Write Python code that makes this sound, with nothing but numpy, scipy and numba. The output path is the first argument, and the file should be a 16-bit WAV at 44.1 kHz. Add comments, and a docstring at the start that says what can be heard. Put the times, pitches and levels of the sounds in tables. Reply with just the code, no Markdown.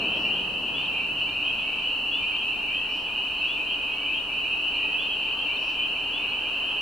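"""Frogs at dusk

A wetland crowded with small frogs; each peep is a short rising whistle with weak overtones.
Gliding tones make a few whistles and bird chips, and a snipe-like bird buzzes three times in fast pulses.
Far traffic is a bass haze of shaped noise, with one vehicle fading away. Soft echoes blur the animals.
A small stereo camera hears it all and adds its own hiss, hum and whine."""
import sys
import numpy as np
from scipy import signal
from scipy.fft import rfft, irfft, next_fast_len
from scipy.io import wavfile
from scipy.ndimage import uniform_filter1d
from numba import njit

SR = 44100
rng = np.random.default_rng(int(sys.argv[2]) if len(sys.argv) > 2 else 0)


def wav_record(signal):
    """Record a signal, one row per channel, as 16-bit PCM in the file named by sys.argv[1]."""
    frames = np.transpose(np.atleast_2d(signal))
    bounded = np.clip(frames, -1, 1)
    # unit amplitude maps onto the largest positive 16-bit level
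    quanta = np.round(bounded * 32767).astype(np.int16)
    wavfile.write(sys.argv[1], SR, quanta)


N = 300321  # length of the scene in samples

# Levels of animal calls are those before any overtone gain, frog colour or echo.
# Peeps that stand out from the crowd, by loudness or by very low or high pitch.
# Each row: start in seconds, length in seconds, starting pitch in Hz, level in dB.
STANDOUT_PEEPS = [(0.005, 0.07, 2340, -41.5), (0.039, 0.17, 2956, -36.5), (0.088, 0.1, 2650, -37),
                  (0.21, 0.16, 2626, -31.5), (0.229, 0.064, 2710, -36), (0.239, 0.13, 2890, -34),
                  (0.24, 0.07, 2370, -40), (0.31, 0.085, 3090, -37.5), (0.342, 0.059, 2870, -37),
                  (0.386, 0.04, 3280, -50), (0.763, 0.1, 2835, -37), (0.818, 0.07, 3170, -46),
                  (0.925, 0.11, 2394, -34.5), (0.932, 0.22, 2590, -44), (0.968, 0.12, 2270, -40),
                  (1.169, 0.061, 2684, -30.5), (1.2, 0.1, 2904, -33), (1.26, 0.089, 2324, -40),
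                  (1.322, 0.13, 2446, -37), (1.399, 0.094, 2860, -35), (1.431, 0.094, 3055, -34),
                  (1.466, 0.15, 2440, -35), (1.511, 0.062, 2650, -34.0), (1.54, 0.1, 2426, -38),
                  (1.577, 0.06, 3310, -48), (1.818, 0.086, 2865, -30.5), (1.911, 0.086, 2900, -40),
                  (2.023, 0.088, 2660, -34.5), (2.052, 0.058, 2894, -34), (2.192, 0.18, 2360, -34.5),
                  (2.22, 0.059, 2620, -33.0), (2.277, 0.18, 2937, -35.8), (2.31, 0.07, 2320, -39.5),
                  (2.425, 0.078, 2510, -34), (2.429, 0.11, 2870, -37.5), (2.474, 0.057, 2660, -35),
                  (2.668, 0.099, 2294, -39.5), (2.695, 0.15, 2446, -33), (2.716, 0.09, 3057, -34.2),
                  (2.87, 0.13, 2320, -41.5), (3.04, 0.06, 3240, -50), (3.164, 0.1, 2800, -30.5),
                  (3.39, 0.097, 2620, -30), (3.408, 0.098, 2540, -34), (3.427, 0.091, 2830, -35),
                  (3.546, 0.24, 2366, -39), (3.556, 0.1, 2443, -37), (3.656, 0.094, 3045, -33.5),
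                  (3.869, 0.097, 2456, -33.5), (3.87, 0.093, 3080, -41), (3.998, 0.13, 2847, -36),
                  (4.003, 0.12, 2264, -42.5), (4.056, 0.13, 2430, -35.5), (4.086, 0.062, 2576, -31.5),
                  (4.131, 0.065, 3096, -32.5), (4.28, 0.094, 2310, -42), (4.311, 0.1, 2585, -32),
                  (4.361, 0.059, 2940, -33), (4.408, 0.07, 2824, -32.5), (4.435, 0.05, 2370, -37),
                  (4.486, 0.19, 2534, -35.0), (4.49, 0.074, 2770, -39), (4.516, 0.13, 2460, -37),
                  (4.664, 0.067, 2910, -32), (4.737, 0.063, 2850, -32), (4.742, 0.079, 2370, -38.5),
                  (4.744, 0.082, 2720, -35), (4.813, 0.086, 2475, -30), (4.901, 0.07, 2530, -32),
                  (5.041, 0.07, 2620, -38), (5.078, 0.074, 3150, -37), (5.096, 0.07, 2995, -34),
                  (5.154, 0.13, 2740, -39), (5.369, 0.081, 3080, -35.2), (5.448, 0.085, 2640, -33.5),
                  (5.478, 0.098, 2290, -38), (5.546, 0.056, 2570, -38), (5.616, 0.048, 2890, -30),
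                  (5.616, 0.094, 2490, -37), (5.765, 0.18, 2364, -35.8), (5.778, 0.11, 2980, -36),
                  (5.78, 0.088, 3016, -33), (5.797, 0.063, 2820, -38), (5.951, 0.06, 2350, -39),
                  (5.995, 0.075, 3000, -37.5), (6.184, 0.092, 2450, -35.5), (6.25, 0.11, 3140, -50),
                  (6.311, 0.053, 2520, -31.5), (6.452, 0.26, 2470, -38), (6.578, 0.17, 2955, -36.5),
                  (6.721, 0.09, 2930, -34.5)]
# Loudness of all the farther frogs together. Each row: time in seconds, level in dB.
CROWD_LEVEL = [(0, -27.5), (.36, -29.5), (.45, -30.5), (.9, -29), (1.7, -29.5), (2.1, -28.5), (2.6, -29.5),
               (3.1, -30.5), (3.45, -29.5), (3.8, -30), (4.27, -31), (4.7, -28.5), (5.4, -29), (6.1, -29.5),
               (6.81, -29.5)]
# Tones within a far peep. Each row: multiple of the main pitch, level in dB.
FAR_OVERTONES = [(.5, -47), (1, 4.5), (1.5, -24.5), (2, -45.5)]
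# Tones within a standout peep. Each row: multiple of the main pitch, level in dB.
STANDOUT_OVERTONES = [(.5, -44), (1, 3.5), (1.5, -32), (2, -45.5)]
# Colour given to the frogs' peeps in the treble. Each row: frequency in Hz, boost in dB.
FROG_COLOUR = [(3450, 0), (3620, 7.5), (3850, 2.5), (4450, 1.5), (4850, -8), (5400, 8.5), (5850, 7.5),
               (6200, -16)]
# Slurred whistles of birds and of one high caller, probably a frog.
# One row per caller: (length in seconds, start, middle and end pitch in Hz,
# level change by the end in dB), then its calls, each with start in seconds and level in dB.
WHISTLE_CALLERS = [((.115, 3210, 3445, 3505, -19), [(.733, -29.5), (2.107, -29), (3.47, -30), (4.975, -29),
                   (6.122, -29.5)]), ((.33, 2230, 2300, 2440, 5), [(1.59, -47.5), (3.872, -49),
                   (6.131, -50)]), ((.27, 1970, 1920, 2000, 0), [(.128, -56.5), (2.684, -55.5),
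                   (4.75, -53.5)]), ((.12, 2390, 2240, 2370, -2), [(.74, -51), (3.35, -51), (4.72, -53)]),
                   ((.09, 1140, 1163, 1180, -6), [(5.32, -42)]), ((.07, 3880, 3720, 3620, -3),
                   [(3.405, -51)])]
# Short bird chips, one row per caller: (length in seconds, middle pitch in Hz),
# then its calls, each with start in seconds and level in dB.
CHIP_CALLERS = [((0.045, 4190), [(.002, -47.5), (.81, -53), (1.31, -52), (3.375, -50.5), (4.735, -49),
                (5.53, -49), (6.28, -47)]), ((0.011, 3650), [(.853, -44), (1.29, -46), (2.361, -47),
                (4.196, -44.5), (5.568, -43.5)])]
# Buzz calls. Each row: start in seconds, level in dB.
BUZZ_CALLS = [(.13, -57.5), (2.87, -57), (5.575, -55.5)]
# Colour of the buzz. Each row: frequency in Hz, relative strength in dB.
BEAK_COLOUR = [(3500, -10), (4450, 0), (5200, -4), (5400, 4), (5800, -4), (6300, -18)]
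# Noise colour of far traffic, relative within a band. Each row: frequency in Hz, strength in dB per Hz.
HAZE_COLOUR = [(15, -29), (25, -28), (54, -9), (125, -7), (244, -5), (289, 1.5), (361, -10), (396, -4.5),
               (574, -9), (703, -7.5), (772, -10.5), (847, -6), (1620, -16), (2100, -22.5), (2730, -9.5),
               (4620, -120)]
# Noise colour of the vehicle, relative within a band. Each row: frequency in Hz, strength in dB per Hz.
VEHICLE_COLOUR = [(20, -8), (100, -2), (220, 3), (500, -3), (1000, -5.5), (2000, -20), (4600, -120)]
# Traffic in four bands: hum, rumble, drone, tyre rush. Each row: haze level at the start in dB,
# its swell in dB per second, vehicle level at the start in dB, its fade in dB per second.
TRAFFIC_BANDS = [(-57.5, 0, -62, 0), (-55, 0, -44.5, 5), (-48, 0.29, -38.5, 12), (-46, 0.43, -44, 4.5)]
# Narrow whirs in the haze. Each row: centre in Hz, width in Hz, level at the end in dB.
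TRAFFIC_WHIRS = [(860, 55, -57), (1620, 30, -60)]
# How alike left and right traffic noise are. Each row: frequency in Hz, likeness (1 is identical).
LIKENESS = [(30, 0.69), (250, 0.99), (1000, 0.91), (2000, 0.84)]
# Relative colour of microphone noise. Each row: frequency in Hz, strength in dB per Hz.
HISS_COLOUR = [(1500, 3.5), (4000, 7), (7000, -0.5), (11000, -2), (14000, -3.5)]
# Whine of the camera electronics. Each row: frequency in Hz, level in dB.
WHINE_TONES = [(7853, -82), (7882, -82)]

CALL_EDGE = .22  # share of a call spent swelling in, and again dying out
STANDOUT_CLIMB_HZ_PER_S = 1650  # how fast the standout peeps rise
BUZZ_S, BUZZ_HZ = .195, 193  # length in seconds, highest pulse rate in pulses per second
WHIR_SWELL_DB_PER_S = 5
TOP_HZ = 14100  # the camera keeps nothing above this


def amp(db):
    """Turn decibels into a plain multiplier."""
    return 10 ** (np.asarray(db) / 20)


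def unit(x):
    """Scale a sound to an average (RMS) strength of one."""
    return x / np.sqrt(np.mean(x ** 2) + 1e-20)


def along(points, hz):
    """Read a curve of (Hz, value) points on a log frequency axis."""
    f, value = np.transpose(points)
    return np.interp(np.log(hz + 1), np.log(f + 1), value)


def filtered(x, response):
    """Reshape a sound by multiplying its spectrum by a response to frequency."""
    m = next_fast_len(N + SR // 2)
    return irfft(rfft(x, m) * response(np.fft.rfftfreq(m, 1 / SR)), m)[..., :N]


def spread(table):
    """List all calls as columns: each call's own values, then its caller's shape."""
    return np.transpose([(*call, *shape) for shape, calls in table for call in calls])


@njit
def glides(rows, partials, edge, sr, n):
    """Tones bending smoothly through three pitches, with partials at multiples of half the pitch."""
    out = np.zeros((2, n))
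    for s, length, a, b, c, fade, left, right, phase in rows:
        first, steps = int(s.real * sr), int(length.real * sr)
        angle = phase.real
        for i in range(steps):
            u = i / steps
            pitch = (a + u * (4 * b - 3 * a - c) + 2 * u * u * (a + c - 2 * b)).real
            angle += np.pi * pitch / sr
            if 0 <= first + i < n:
                half = np.cos(angle) + 1j * np.sin(angle)  # half the main pitch
                ramp = min(1., u / edge, (1 - u) / edge)
                wave, power = 0j, half
                for gain in partials:
                    wave += gain * power
                    power *= half  # the next multiple
                wave *= ramp * ramp * (3 - 2 * ramp)
                wave *= 1 + (fade.real - 1) * u * (2 - u)
                out[0, first + i] += (left * wave).imag
                out[1, first + i] += (right * wave).imag
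    return out


def callers(s, length, start_hz, middle_hz, end_hz, db, fade_db, overtones, pan_db, turn):
    """Each call gets its own direction: level (dB) and phase (radians) differ between the ears."""
    side = rng.standard_normal((len(s), 3))
    lean = amp(pan_db * side[:, 0]) * np.exp(1j * turn * side[:, 1])
    fade = amp(fade_db) * np.ones(len(s))
    phase = np.pi * side[:, 2]
    rows = [s, length, start_hz, middle_hz, end_hz, fade, amp(db) * lean, amp(db) / lean, phase]
    return glides(np.transpose(rows).copy(), amp(np.transpose(overtones)[1]), CALL_EDGE, SR, N)


def stereo_noise(gain):
    """Noise made of a shared part and an opposed part, mixed to the wanted left-right likeness."""
    def shape(hz):
        turn = np.arccos(np.clip(along(LIKENESS, hz), -1, 1)) / 2
        return gain(hz) * [np.cos(turn), np.sin(turn)]

    mid, side = filtered(rng.standard_normal((2, N)), shape)
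    return unit(np.array([mid + side, mid - side]))


def traffic():
    """Bands of noise: a vehicle fades from the start while a haze and narrow whirs remain and swell."""
    edges = [1, 70, 240, 700, 20000]  # Hz
    t = np.arange(N) / SR

    def below(hz, edge_hz):
        """Share of power passed below a soft edge."""
        return 1 / (1 + (hz / edge_hz) ** 6)

    out = np.zeros((2, N))
    for (steady_db, swell, vehicle_db, fade), low, high in zip(TRAFFIC_BANDS, edges, edges[1:]):
        band = lambda hz: np.sqrt(np.abs(below(hz, high) - below(hz, low)))
        haze = stereo_noise(lambda hz: amp(along(HAZE_COLOUR, hz)) * band(hz))
        vehicle = stereo_noise(lambda hz: amp(along(VEHICLE_COLOUR, hz)) * band(hz))
        out += amp(steady_db + swell * t) * haze
        out += amp(vehicle_db - fade * t) * vehicle
    for centre_hz, width, db in TRAFFIC_WHIRS:
        whir = stereo_noise(lambda hz: np.exp(-((hz - centre_hz) / width) ** 2))
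        out += amp(db + WHIR_SWELL_DB_PER_S * (t - t[-1])) * whir
    return out * amp([[-.4], [.4]])  # slightly louder on the right


def buzzes():
    """A nasal buzz: fast pulses, made of tones one pulse rate apart; the pitch arches slightly."""
    out = np.zeros(N)
    for s, db in BUZZ_CALLS:
        u = np.arange(int(BUZZ_S * SR)) / (BUZZ_S * SR)
        phase = 2 * np.pi * np.cumsum(BUZZ_HZ * (1 - .04 * (u - .5) ** 2)) / SR
        lines = sum(amp(along(BEAK_COLOUR, k * BUZZ_HZ)) * np.sin(k * phase) for k in np.arange(18, 34))
        swell = np.sin(np.pi * u) ** .7
        rasp = 1 + .2 * rng.standard_normal(len(u) // 40 + 1).repeat(40)[:len(u)]  # rough, uneven level
        out[round(s * SR):][:len(u)] += amp(db) * swell * rasp * unit(lines)
    return out


def whistles_and_chips():
    """Pure gliding tones: slurred whistles and short, slightly rising chips."""
    pure = [(.5, -120), (1, 0)]  # practically only the main pitch
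    s, db, length, hz = spread(CHIP_CALLERS)
    chips = callers(s, length, .98 * hz, hz, 1.012 * hz, db, 2, pure, pan_db=3.5, turn=0.2)
    s, db, length, start, middle, end, fade_db = spread(WHISTLE_CALLERS)
    whistles = callers(s, length, start, middle, end, db, fade_db, pure, pan_db=1, turn=0.093)
    return chips + whistles


def far_frogs(count=2200):
    """Rising peeps at random moments, each with its own pitch and climb, blend into a crowd."""
    when, pitch, size, climb, span, far = rng.random((count, 6)).T
    length = 0.0868 + 0.12 * span
    start = 2320 + 520 * pitch + 130 * size
    db = -8 * far
    faint = np.arange(count) % 4 == 0  # every fourth call is faint and may lie above or below the crowd
    start[faint] = 2190 + 960 * pitch[faint]
    db[faint] = -27
    end = start + length * (1200 + 1100 * climb)
    end[~faint] = np.minimum(end[~faint], 3190)  # most far peeps end by 3190 Hz
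    middle = start + .55 * (end - start)
    s = when * (N / SR + .2) - .2  # some are already sounding at the start
    calls = callers(s, length, start, middle, end, db, 0, FAR_OVERTONES, pan_db=-1.0, turn=0.32)
    # divide by the loudness over a fifth of a second, so the level curve sets the crowd
    loudness = np.sqrt(np.abs(uniform_filter1d(np.mean(calls ** 2, axis=0), size=SR // 5)))
    seconds, level_db = np.transpose(CROWD_LEVEL)
    return amp(np.interp(np.arange(N) / SR, seconds, level_db)) * calls / loudness


def standout_frogs():
    """Peeps that stand out from the crowd: nearly pure tones that rise in a straight line."""
    s, length, start, db = np.transpose(STANDOUT_PEEPS)
    end = start + STANDOUT_CLIMB_HZ_PER_S * length
    middle = (start + end) / 2
    return callers(s, length, start, middle, end, db, 0, STANDOUT_OVERTONES, pan_db=-0.7, turn=0.15)


def marsh(x, t60, gap_s):
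    """Scattered echoes from reeds and the tree line: fading noise, different at each ear."""
    t = np.arange(SR // 2) / SR
    tail = rng.standard_normal((2, len(t))) * amp(-60 * t / t60) * (t > gap_s)
    return signal.fftconvolve(x, tail / np.linalg.norm(tail[0]), axes=1)[:, :N]


def scene():
    """Frogs with their treble colour, other callers, the echoes of both, and dry traffic."""
    frogs = filtered(standout_frogs() + far_frogs(), lambda hz: amp(along(FROG_COLOUR, hz)))
    other_callers = whistles_and_chips() + buzzes()
    echo = marsh(amp(-7) * frogs + amp(-13) * other_callers, t60=.6, gap_s=.004)
    return frogs + other_callers + echo + traffic()


def record(dry):
    """The camera adds noisy hiss, steady hum and whine tones, and cuts everything above its limit."""
    hiss = filtered(rng.standard_normal((2, N)), lambda hz: amp(along(HISS_COLOUR, hz)) * (hz < TOP_HZ))
    hiss = amp(-55.0) * unit(hiss)
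    t = np.arange(N) / SR
    hum_and_whine = [(30, -55), *WHINE_TONES]  # Hz, dB
    tones = sum(amp(db) * np.sqrt(2) * np.sin(2 * np.pi * hz * t) for hz, db in hum_and_whine)
    return filtered(dry + hiss + tones, lambda hz: hz < TOP_HZ)


dry = scene()
out = record(dry)
wav_record(out)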